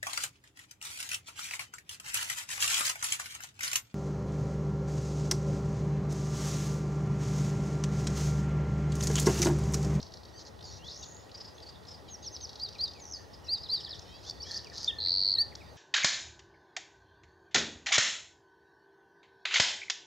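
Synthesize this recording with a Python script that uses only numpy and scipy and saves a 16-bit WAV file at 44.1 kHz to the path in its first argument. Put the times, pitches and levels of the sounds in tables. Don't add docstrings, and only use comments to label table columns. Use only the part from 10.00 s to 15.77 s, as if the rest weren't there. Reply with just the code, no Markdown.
import sys
import numpy as np
from scipy import signal
from scipy.fft import rfft, irfft, next_fast_len
from scipy.io import wavfile
from scipy.ndimage import uniform_filter1d, map_coordinates

SR = 44100
rng = np.random.default_rng(int(sys.argv[2]) if len(sys.argv) > 2 else 0)


def output_pcm(signal):
    pcm = np.clip(np.atleast_2d(signal).T, -1, 1) * 32767
    wavfile.write(sys.argv[1], SR, np.round(pcm).astype(np.int16))


def convert_level_to_amplitude(level_db):
    exponent = np.asarray(level_db, float) / 20
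    return 10 ** exponent


N = 254456

# (time [s], level [dB])
RUMBLE_LEVEL = [(0, -55.5), (.55, -56.5), (.7, -50), (.95, -57), (1.6, -58.5), (4.4, -56), (5.77, -56)]
# (frequency [Hz], level [dB per Hz])
RUMBLE = [(12, -47), (20, -37.5), (70, 2.5), (88, 2), (200, -12.5), (260, -50.5), (440, -120)]
# (frequency [Hz], level [dB per Hz])
AIR = [(88, -28.5), (150, -2), (235, -2.5), (466, 0), (774, -3.5), (837, -3.5), (1560, -13.5),
       (1900, -16.5), (2220, -20), (4860, -20.5), (7620, -31), (16000, -34)]
# (time [s], level [dB])
CHORUS = [(0, -63.5), (1.9, -62), (2.4, -63), (3.3, -63.5), (4.1, -54.5), (5.77, -60)]
# (frequency [Hz], correlation [-1 to 1])
ALIKE = [(30, .3), (60, 0.72), (150, 0.2), (500, 0.19), (2000, 0.18), (4000, 0.97), (9000, 0.94),
         (13000, 0.33)]
# (frequency [Hz], difference [dB])
LEAN = [(60, 6.5), (240, 4.5), (950, -1.5), (3770, -4.5), (15000, 0.5)]
# (frequency [Hz], time to fall 60 dB [s])
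SCRUB = [(1500, 0.66), (4500, 0.29), (8000, 0.57), (14000, 0.04)]
# (frequency [Hz], gain [dB])
THROAT = [(1500, -11.5), (2500, -18), (3600, -2.5), (4700, -1), (6000, -5.5), (7200, -19), (10000, -38),
          (15000, -37)]
# (time [s], pitch [Hz], level [dB])
FAR_NOTES = [
    [(3.652, 4370, -48), (3.665, 3700, -48), (3.682, 2720, -67)],
    [(3.715, 4410, -42), (3.73, 3620, -52), (3.75, 2960, -57)],
    [(3.785, 4210, -55), (3.8, 3600, -47), (3.817, 2770, -60)],
    [(3.853, 4350, -44), (3.868, 3540, -46), (3.886, 2940, -59)],
    [(3.92, 4300, -52), (3.935, 3620, -46), (3.953, 2770, -64)],
    [(4.232, 2430, -66), (4.25, 3210, -61), (4.27, 3560, -52.5), (4.3, 3550, -49)],
    [(4.4, 4280, -45), (4.41, 4640, -48.5), (4.422, 4600, -51)],
    [(4.423, 6070, -43), (4.435, 5070, -43), (4.446, 4080, -44)],
    [(4.435, 2860, -63), (4.47, 3320, -55), (4.51, 3400, -57)],
    [(4.435, 2400, -73), (4.465, 2300, -64)],
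    [(4.52, 4120, -50), (4.54, 4440, -43), (4.556, 4540, -41)],
    [(4.557, 6150, -41), (4.567, 4960, -40.5), (4.577, 4480, -40)],
    [(4.58, 2560, -80), (4.59, 3430, -50.5), (4.596, 4700, -31)],
    [(4.645, 3110, -64), (4.665, 2540, -61), (4.68, 2230, -61)],
    [(4.895, 1890, -58), (4.91, 1813, -55), (4.96, 1766, -60), (5.02, 1780, -66)],
    [(5.362, 1880, -72), (5.38, 1834, -56), (5.41, 1807, -55.5), (5.45, 1800, -69)],
    [(5.057, 2584, -63), (5.077, 1634, -56)],
    [(5.257, 3310, -72), (5.28, 2690, -65), (5.31, 2200, -75)],
    [(5.352, 2670, -70), (5.37, 3290, -61)],
    [(5.512, 2820, -73), (5.525, 2140, -57), (5.535, 1650, -55)],
    [(5.6, 2650, -65), (5.612, 2520, -60), (5.624, 2190, -55)],
    [(1.18, 5330, -69), (1.22, 5100, -69), (1.265, 5060, -76)],
    [(2.95, 2640, -60), (2.98, 2350, -67), (3.01, 2160, -66)],
    [(3.425, 2980, -70), (3.46, 2900, -68), (3.475, 2630, -64.5), (3.53, 2720, -78)],
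    [(0.64, 4880, -43), (0.655, 4710, -45.5), (0.67, 4400, -56), (0.705, 4440, -53)],
    [(0.645, 7280, -67), (0.665, 6720, -64), (0.69, 6730, -61), (0.72, 6540, -67)],
    [(0.708, 5870, -55), (0.73, 5660, -55), (0.755, 5630, -56), (0.78, 5950, -64)],
    [(1.545, 5600, -58), (1.56, 6350, -66), (1.6, 6470, -72)],
    [(2.73, 3410, -74), (2.75, 2730, -62), (2.77, 2140, -60)],
]
# (time [s], peak [dB], beak resonance [Hz])
CHIPS = [(0.0004, -37.5, 4370), (0.0144, -43, 5550), (0.0274, -34, 4950), (0.0643, -43, 4550),
         (0.1204, -44, 4260), (0.1384, -37, 4680), (0.17, -42.5, 4850), (0.2334, -43, 4630),
         (0.2523, -42.5, 4500), (0.2838, -49.5, 4550), (0.5906, -47, 3550), (0.609, -43.5, 3480),
         (0.6264, -41, 4800), (1.1644, -48, 4530), (1.2945, -50, 2910), (1.3154, -42.5, 4480),
         (1.5643, -52, 3450), (1.5813, -43.5, 3460), (1.6013, -46, 3730), (1.8352, -51, 3420),
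         (1.8514, -46, 3960), (1.8704, -46, 5150)]
# (time [s], peak [dB], beak resonance [Hz])
CHURRS = [(1.346, -37, 4760), (1.3744, -43, 5150), (1.405, -36, 5020), (1.447, -41, 4860),
          (1.478, -42.5, 4850), (1.6253, -42, 4630), (1.6651, -43.5, 4580), (1.6874, -40, 4770),
          (1.8832, -39.5, 5080), (1.9101, -40.5, 5350), (1.94, -42.5, 4930), (3.3363, -43.5, 5000),
          (3.445, -47.5, 5490), (3.464, -45, 4960), (3.5734, -40.5, 4830), (3.802, -38.5, 5310),
          (3.9468, -43.5, 5450), (4.0194, -47, 5310), (4.0467, -61, 5360)]
# (time [s], peak [dB])
RATTLE = [(2.3436, -59), (2.365, -52), (2.4053, -58), (2.427, -53), (2.4698, -53), (2.4926, -51),
          (2.5311, -55.5), (2.5558, -51.5), (2.5964, -50.5), (2.619, -54), (2.6633, -55), (2.6868, -50.5),
          (2.7262, -54), (2.748, -54.5), (2.7838, -54), (2.809, -50), (2.8539, -55), (2.8774, -50),
          (2.9117, -57), (2.9334, -56.5), (2.9716, -61), (2.9971, -58), (3.038, -62), (3.0574, -71)]
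# (time [s], peak [dB])
CROAKS = [(3.1844, -51), (3.2352, -60), (3.8418, -57), (3.875, -54), (3.9052, -52), (4.4638, -54),
          (4.4987, -50.5), (4.5294, -48), (4.5566, -51), (4.5888, -51.5), (4.7144, -50)]
# (time [s], pitch [Hz], level [dB])
NASAL = [
    [(.335, 1450, -61), (.36, 1550, -60), (.39, 1570, -52)],
    [(1.017, 950, -68), (1.032, 950, -43.5), (1.045, 820, -53.5), (1.055, 680, -78)],
    [(2.07, 830, -78), (2.088, 790, -53.5), (2.11, 580, -65)],
    [(2.225, 1030, -57), (2.245, 880, -53.5), (2.27, 640, -59)],
    [(4.05, 603, -66), (4.1, 620, -64), (4.15, 650, -59), (4.19, 690, -70)],
]
BEAKS = [4700, 4300, 3600, 4170, 3400]
# (time from its start [s], pitch [Hz], level [dB])
ZIGZAG = [(0, 4550, -16), (.006, 5500, 1), (.013, 3760, -13), (.019, 5320, 6.5), (.026, 3800, -0.5),
          (.032, 4900, 7.5), (.036, 4300, -4)]
# (time [s], level [dB])
WARBLES = [(3.616, -49), (3.684, -45.5), (3.75, -46.5), (3.819, -45), (3.888, -45)]
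# (time [s], middle pitch [Hz], level [dB])
CLIMB = [(.884, 4200, -48), (.915, 4800, -46), (.98, 6100, -50), (1.043, 6700, -53), (1.12, 6750, -57),
         (1.194, 7000, -62)]
# (time [s], level [dB])
RASPS = [
    [(.385, -49), (.417, -51), (.43, -57)],
    [(.452, -66), (.466, -49), (.495, -59)],
    [(.63, -53.5), (.772, -54.5), (.8, -48)],
    [(.83, -58.5), (.9, -52), (.99, -56)],
    [(4.22, -58), (4.29, -45), (4.33, -64)],
    [(4.45, -51.5), (4.53, -45), (4.6, -50)],
    [(4.72, -51.5), (4.778, -44), (4.892, -46.5)],
]
# (time [s], level [dB])
SNAPS = [
    [(3.9915, -43), (3.998, -45)],
    [(5.5518, -40), (5.558, -41)],
]
# (time [s], peak [dB], ring [Hz])
CLICKS = [(0.4516, -41, 4730), (4.2977, -22.5, 4470), (4.3096, -26.5, 4490), (4.42, -35, 4640),
          (4.5109, -27.5, 4200), (4.516, -24, 4380), (4.5264, -32.5, 4350), (4.5445, -26.5, 4600),
          (4.576, -24.5, 4730), (4.6456, -34, 4800), (4.6708, -37.5, 4590), (4.6994, -36.5, 4580),
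          (4.7742, -31, 4100), (4.78, -25.5, 4600), (4.8309, -26.5, 4700), (4.8447, -19, 4670)]
TRILL = [5.004, 5.012, 5.021, 5.03, 5.04, 5.051, 5.062, 5.073, 5.085, 5.095, 5.107, 5.12, 5.13, 5.141,
         5.152, 5.162, 5.173, 5.183, 5.194, 5.205, 5.216, 5.226, 5.236, 5.248, 5.257, 5.267, 5.278, 5.288,
         5.297, 5.307, 5.318, 5.328, 5.34]
# (time [s], middle pitch [Hz], level [dB])
SWELL = [(5.0, 4170, -30.5), (5.03, 4320, -29), (5.06, 4330, -23.5), (5.1, 4460, -22), (5.2, 4490, -23),
         (5.3, 4420, -21), (5.34, 4500, -22.5)]
# (time [s], pitch [Hz], level [dB])
WHISTLES = [
    [(2.58, 3630, -65), (2.605, 4230, -43.5), (2.622, 4680, -41.5), (2.636, 4850, -29), (2.65, 4620, -36.5),
     (2.665, 3900, -44), (2.685, 3600, -57)],
    [(2.787, 3990, -46), (2.805, 4260, -36), (2.82, 4704, -31.5), (2.842, 4860, -25), (2.852, 4440, -35.5),
     (2.865, 3890, -45), (2.888, 3650, -50)],
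    [(3.478, 3830, -50.5), (3.497, 4250, -32), (3.51, 4570, -35), (3.52, 4700, -29), (3.54, 4818, -24),
     (3.55, 4460, -33.5), (3.562, 3910, -42), (3.585, 3660, -50)],
    [(3.687, 3870, -41.5), (3.705, 4170, -35.5), (3.722, 4580, -34), (3.74, 4820, -24.5),
     (3.752, 4530, -29.5), (3.765, 4000, -37.5), (3.785, 3630, -45)],
    [(4.873, 3110, -56), (4.879, 3550, -29.5), (4.886, 3690, -24.5), (4.896, 3370, -31), (4.906, 3210, -36),
     (4.915, 2580, -51.5)],
    [(4.984, 4070, -45), (4.989, 4280, -33), (4.996, 4140, -34)],
    [(5.352, 4390, -15), (5.36, 3970, -41), (5.371, 3746, -41.5), (5.382, 3930, -32), (5.389, 4290, -22.5),
     (5.4, 4430, -28.5), (5.415, 4687, -22), (5.425, 4614, -27), (5.433, 4460, -47)],
    [(2.085, 6800, -69), (2.11, 6440, -53), (2.13, 6490, -49.5), (2.148, 5680, -42), (2.16, 5300, -52)],
    [(2.222, 6400, -58), (2.245, 6450, -54), (2.265, 5910, -44), (2.28, 5350, -39.5), (2.291, 4450, -44)],
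    [(2.315, 6400, -58), (2.335, 6260, -49), (2.352, 5800, -42.5), (2.368, 4730, -41.5)],
    [(2.41, 6400, -55), (2.43, 6210, -46), (2.445, 5710, -39), (2.459, 4430, -43.5)],
    [(2.978, 7100, -76), (3.0, 6930, -58), (3.02, 6340, -53), (3.045, 5970, -52)],
    [(3.133, 5500, -38), (3.145, 5070, -39), (3.16, 4630, -49.5), (3.18, 4400, -51)],
    [(0.787, 2720, -70), (0.82, 2810, -61), (0.85, 3370, -54.5), (0.875, 3530, -43)],
]


def unit(x):
    return x / np.sqrt(np.mean(x ** 2) + 1e-20)


def along(points, hz):
    f, v = np.transpose(points)
    return np.interp(np.log(hz + 1), np.log(f + 1), v)


def on_curve(times, rows):
    s, hz, db = np.transpose(rows)
    return np.transpose([times, np.interp(times, s, hz), np.interp(times, s, db)])


def wobble(rate, count=N):
    knots = rng.standard_normal(int(count * rate / SR) + 4)
    return map_coordinates(knots, [np.arange(count) * rate / SR])


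def filtered(x, response):
    m = next_fast_len(N + 8192)
    return irfft(rfft(x, m) * response(np.fft.rfftfreq(m, 1 / SR)), m)[..., :N]


def add(track, s, sound):
    part = track[max(round(s * SR), 0):][:len(sound)]
    part += sound[:len(part)]


def rush(response, patchy_db):
    z = signal.stft(rng.standard_normal((2, N)), nperseg=512)[2]
    patches = uniform_filter1d(rng.standard_normal(z.shape[1:]), size=5, axis=0)
    patches = uniform_filter1d(patches, size=8, axis=1)
    pair = signal.istft(z * convert_level_to_amplitude(patchy_db * unit(patches)), nperseg=512)[1][:, :N]

    def mid_side(hz):
        turn = np.arccos(np.clip(along(ALIKE, hz), -1, 1)) / 2
        return response(hz) * np.array([np.cos(turn), np.sin(turn)])

    mid, side = filtered(pair, mid_side)
    stereo = unit(np.array([mid + side, mid - side]))
    return filtered(stereo, lambda hz: convert_level_to_amplitude(np.outer([.5, -.5], along(LEAN, hz))))


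def field():
    t = np.arange(N) / SR
    rumble_db, chorus_db = [np.interp(t, *np.transpose(rows)) for rows in (RUMBLE_LEVEL, CHORUS)]

    def band(centre_hz, width_hz):
        return lambda hz: np.exp(-((hz - centre_hz) / width_hz) ** 2)

    rumble = convert_level_to_amplitude(rumble_db + 1.0) * rush(lambda hz: convert_level_to_amplitude(along(RUMBLE, hz)), patchy_db=0.57)
    air = convert_level_to_amplitude(-54) * rush(lambda hz: convert_level_to_amplitude(along(AIR, hz)), patchy_db=0.68)
    chorus = convert_level_to_amplitude(chorus_db - 4.5) * rush(lambda hz: convert_level_to_amplitude(0.87 * along(THROAT, hz)), patchy_db=5.0)
    insects = convert_level_to_amplitude(-70.5 + 2.0 * wobble(30)) * rush(band(1905, 99), patchy_db=-2.0)
    hum = convert_level_to_amplitude(-69) * rush(band(842, 3.9), patchy_db=-2.2)
    return rumble + air + chorus + insects + hum


def scrub(x, delay_s):
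    hz, t, z = signal.stft(rng.standard_normal((3, SR // 2)), SR, nperseg=128)
    tail = signal.istft(z * convert_level_to_amplitude(-60 * t / along(SCRUB, hz)[:, None]), SR, nperseg=128)[1]
    tail = tail[0] + .4 * tail[1:]
    late = np.pad(x, (round(delay_s * SR), 0))[None]
    return signal.fftconvolve(late, tail / np.linalg.norm(tail[0]), axes=1)[:, :N]


def note(rows, fade_s):
    s, hz, db = np.transpose(rows)
    t = np.arange(s[0] - fade_s, s[-1] + fade_s, 1 / SR)
    pitch = uniform_filter1d(np.interp(t, s, hz), size=130)
    phase = 2 * np.pi * np.cumsum(pitch) / SR
    edge = np.clip(np.minimum(t - t[0], t[-1] - t) / (2 * fade_s), 0, 1) ** 2
    return t[0], phase, pitch, np.sqrt(2) * edge * convert_level_to_amplitude(np.interp(t, s, db))


def syrinx(phase, second_db, third_db):
    return np.sin(phase) + convert_level_to_amplitude(second_db) * np.sin(2 * phase) + convert_level_to_amplitude(third_db) * np.sin(3 * phase)


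def whistles(notes, second_db, third_db, flutter_db):
    out = np.zeros(N)
    for rows in notes:
        s, phase, _, gain = note(rows, fade_s=.003)
        breath = convert_level_to_amplitude(flutter_db * wobble(162, count=len(gain)))
        add(out, s, gain * breath * syrinx(phase, second_db, third_db))
    return out


def pulses(rows, length_s, fall, second_db, third_db, flutter_db):
    out, u = np.zeros(N), np.linspace(0, 1, round(length_s * SR))
    for (s, hz, db), share in zip(rows, np.linspace(fall[0], fall[-1], len(rows))):
        pitch = hz * (1 + share * (.4 - u))
        phase = 2 * np.pi * np.cumsum(pitch) / SR + rng.uniform(0, 2 * np.pi)
        shape = np.sin(np.pi * u ** .8) ** 1.3
        shape = shape * convert_level_to_amplitude(flutter_db * wobble(350, count=len(u)))
        add(out, s - .4 * length_s, convert_level_to_amplitude(db + 2.5) * shape * syrinx(phase, second_db, third_db))
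    return out


def chips(rows, length_s, pitch_hz, width, skirt, rough_db):
    out, u = np.zeros(N), np.linspace(0, 1, round(length_s * SR))
    for s, db, hz in rows:
        f0 = hz / np.round(hz / (pitch_hz * np.exp(rng.normal(0, .1))))
        sag = 1.03 - .06 * u + .04 * wobble(300, count=len(u))
        phase = 2 * np.pi * np.cumsum(f0 * sag) / SR
        tone = np.zeros(len(u))
        for k in range(3, 24):
            beak = np.exp(-(np.log(k * f0 / hz) / width) ** 2) + skirt
            throat = convert_level_to_amplitude(0.52 * along(THROAT, k * f0))
            tone += throat * beak * np.cos(k * phase + rng.normal(0, 1.0))
        gain = convert_level_to_amplitude(db - 7.5 + rough_db * wobble(537, count=len(u))) * np.sin(np.pi * u ** .75)
        add(out, s - .15 * length_s, gain * unit(tone))
    return out


def nasal(width):
    out = np.zeros(N)
    for rows, beak_hz in zip(NASAL, BEAKS):
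        s, phase, pitch, gain = note(rows, fade_s=0.0044)
        for k in range(2, 11):
            strength = np.exp(-(np.log(k * pitch / beak_hz) / width) ** 2)
            strength = strength * convert_level_to_amplitude(2.4 * wobble(140, count=len(gain)))
            add(out, s, gain * strength * np.sin(k * phase + rng.uniform(0, 2 * np.pi)))
    return out


def warbles():
    songs = [np.add(ZIGZAG, [s, 0, db]) for s, db in WARBLES]
    return whistles(songs, second_db=-40, third_db=-53, flutter_db=4.0)


def trills():
    k = np.arange(21)
    climb = on_curve(.884 + .0163 * k - .00004 * k ** 2, CLIMB)
    buzz = on_curve(3.054 + .0118 * k[:7], [(3.05, 6050, -51), (3.13, 6150, -48)])
    slur = on_curve(3.138 + .0055 * k[:8], [(3.135, 5300, -45), (3.155, 4800, -45), (3.18, 4500, -52)])
    out = pulses(slur, length_s=.006, fall=[.2], second_db=-37, third_db=-60, flutter_db=5.0)
    out += pulses(climb, length_s=.019, fall=[.42, .1], second_db=-36, third_db=-60, flutter_db=5.5)
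    out += pulses(buzz, length_s=.012, fall=[.3], second_db=-38, third_db=-60, flutter_db=5.5)
    return out


def neighbours():
    far = whistles(FAR_NOTES, second_db=-34.5, third_db=-45, flutter_db=3.5)
    far += warbles() + nasal(width=.32) + trills()
    far += chips(CHIPS, length_s=.009, pitch_hz=522, width=0.23, skirt=0.17, rough_db=2.0)
    far += chips(CHURRS, length_s=0.026, pitch_hz=353, width=0.054, skirt=0.12, rough_db=0.0)
    rattle = [(s, db + 12.5, 4500) for s, db in RATTLE]
    far += chips(rattle, length_s=.013, pitch_hz=564, width=0.26, skirt=.12, rough_db=3.5)
    croaks = [(s + .008, 1800, db - 8) for s, db in CROAKS]
    far += pulses(croaks, length_s=0.02, fall=[.1], second_db=-35, third_db=-47, flutter_db=6.0)
    return far


def rasps(rate, scatter_db):
    slips = (rng.random(N) < rate / SR) * convert_level_to_amplitude(scatter_db * rng.exponential(size=N))
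    slips = slips * rng.choice([-1, 1], N)
    level = np.zeros(N)
    for rows in RASPS + SNAPS:
        s, db = np.transpose(rows)
        t = np.arange(s[0], s[-1], 1 / SR)
        add(level, s[0], convert_level_to_amplitude(np.interp(t, s, db)) * signal.windows.tukey(len(t), .25))
    return level * unit(filtered(slips, lambda hz: convert_level_to_amplitude(1.67 * along(THROAT, hz / 1.1))))


def clicks():
    out, t = np.zeros(N), np.arange(400) / SR
    for s, db, hz in CLICKS:
        phase = 2 * np.pi * np.cumsum(hz * (1 + 0.39 * np.exp(-t / 0.00038))) / SR
        ring = np.sin(phase) * convert_level_to_amplitude(-60 * t / 0.0097) * (1 - np.exp(-t / 0.0004))
        hiss = np.convolve(rng.standard_normal(len(t)), [1, 1, -1, -1], "same")
        puff = hiss * convert_level_to_amplitude(-60 * t / 0.0049) * (1 - np.exp(-t / 0.00032))
        add(out, s, convert_level_to_amplitude(db + 3) * (ring + convert_level_to_amplitude(-30) * puff))
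    return out


def trill():
    rows = on_curve(TRILL, SWELL)
    return pulses(rows, length_s=.006, fall=[.27, .15], second_db=-43, third_db=-42, flutter_db=.4)


def singer():
    near = whistles(WHISTLES, second_db=-38, third_db=-39, flutter_db=1.44)
    return near + trill() + clicks() + rasps(rate=3000, scatter_db=1.5)


def scene():
    far, near = neighbours(), singer()
    bounce = convert_level_to_amplitude(-11) * np.pad(near, (round(.0022 * SR), 0))[:N]
    wet = convert_level_to_amplitude(-15) * scrub(near, delay_s=.006) + convert_level_to_amplitude(-7.5) * scrub(far, delay_s=.003)
    return near + bounce + far + wet + field()


def roll_off(x):
    return signal.sosfilt(signal.butter(12, 16310, fs=SR, output="sos"), x)


def record(dry):
    mix = filtered(dry, lambda hz: hz < 15800)
    return roll_off(mix)


dry = scene()
out = record(dry)
output_pcm(out)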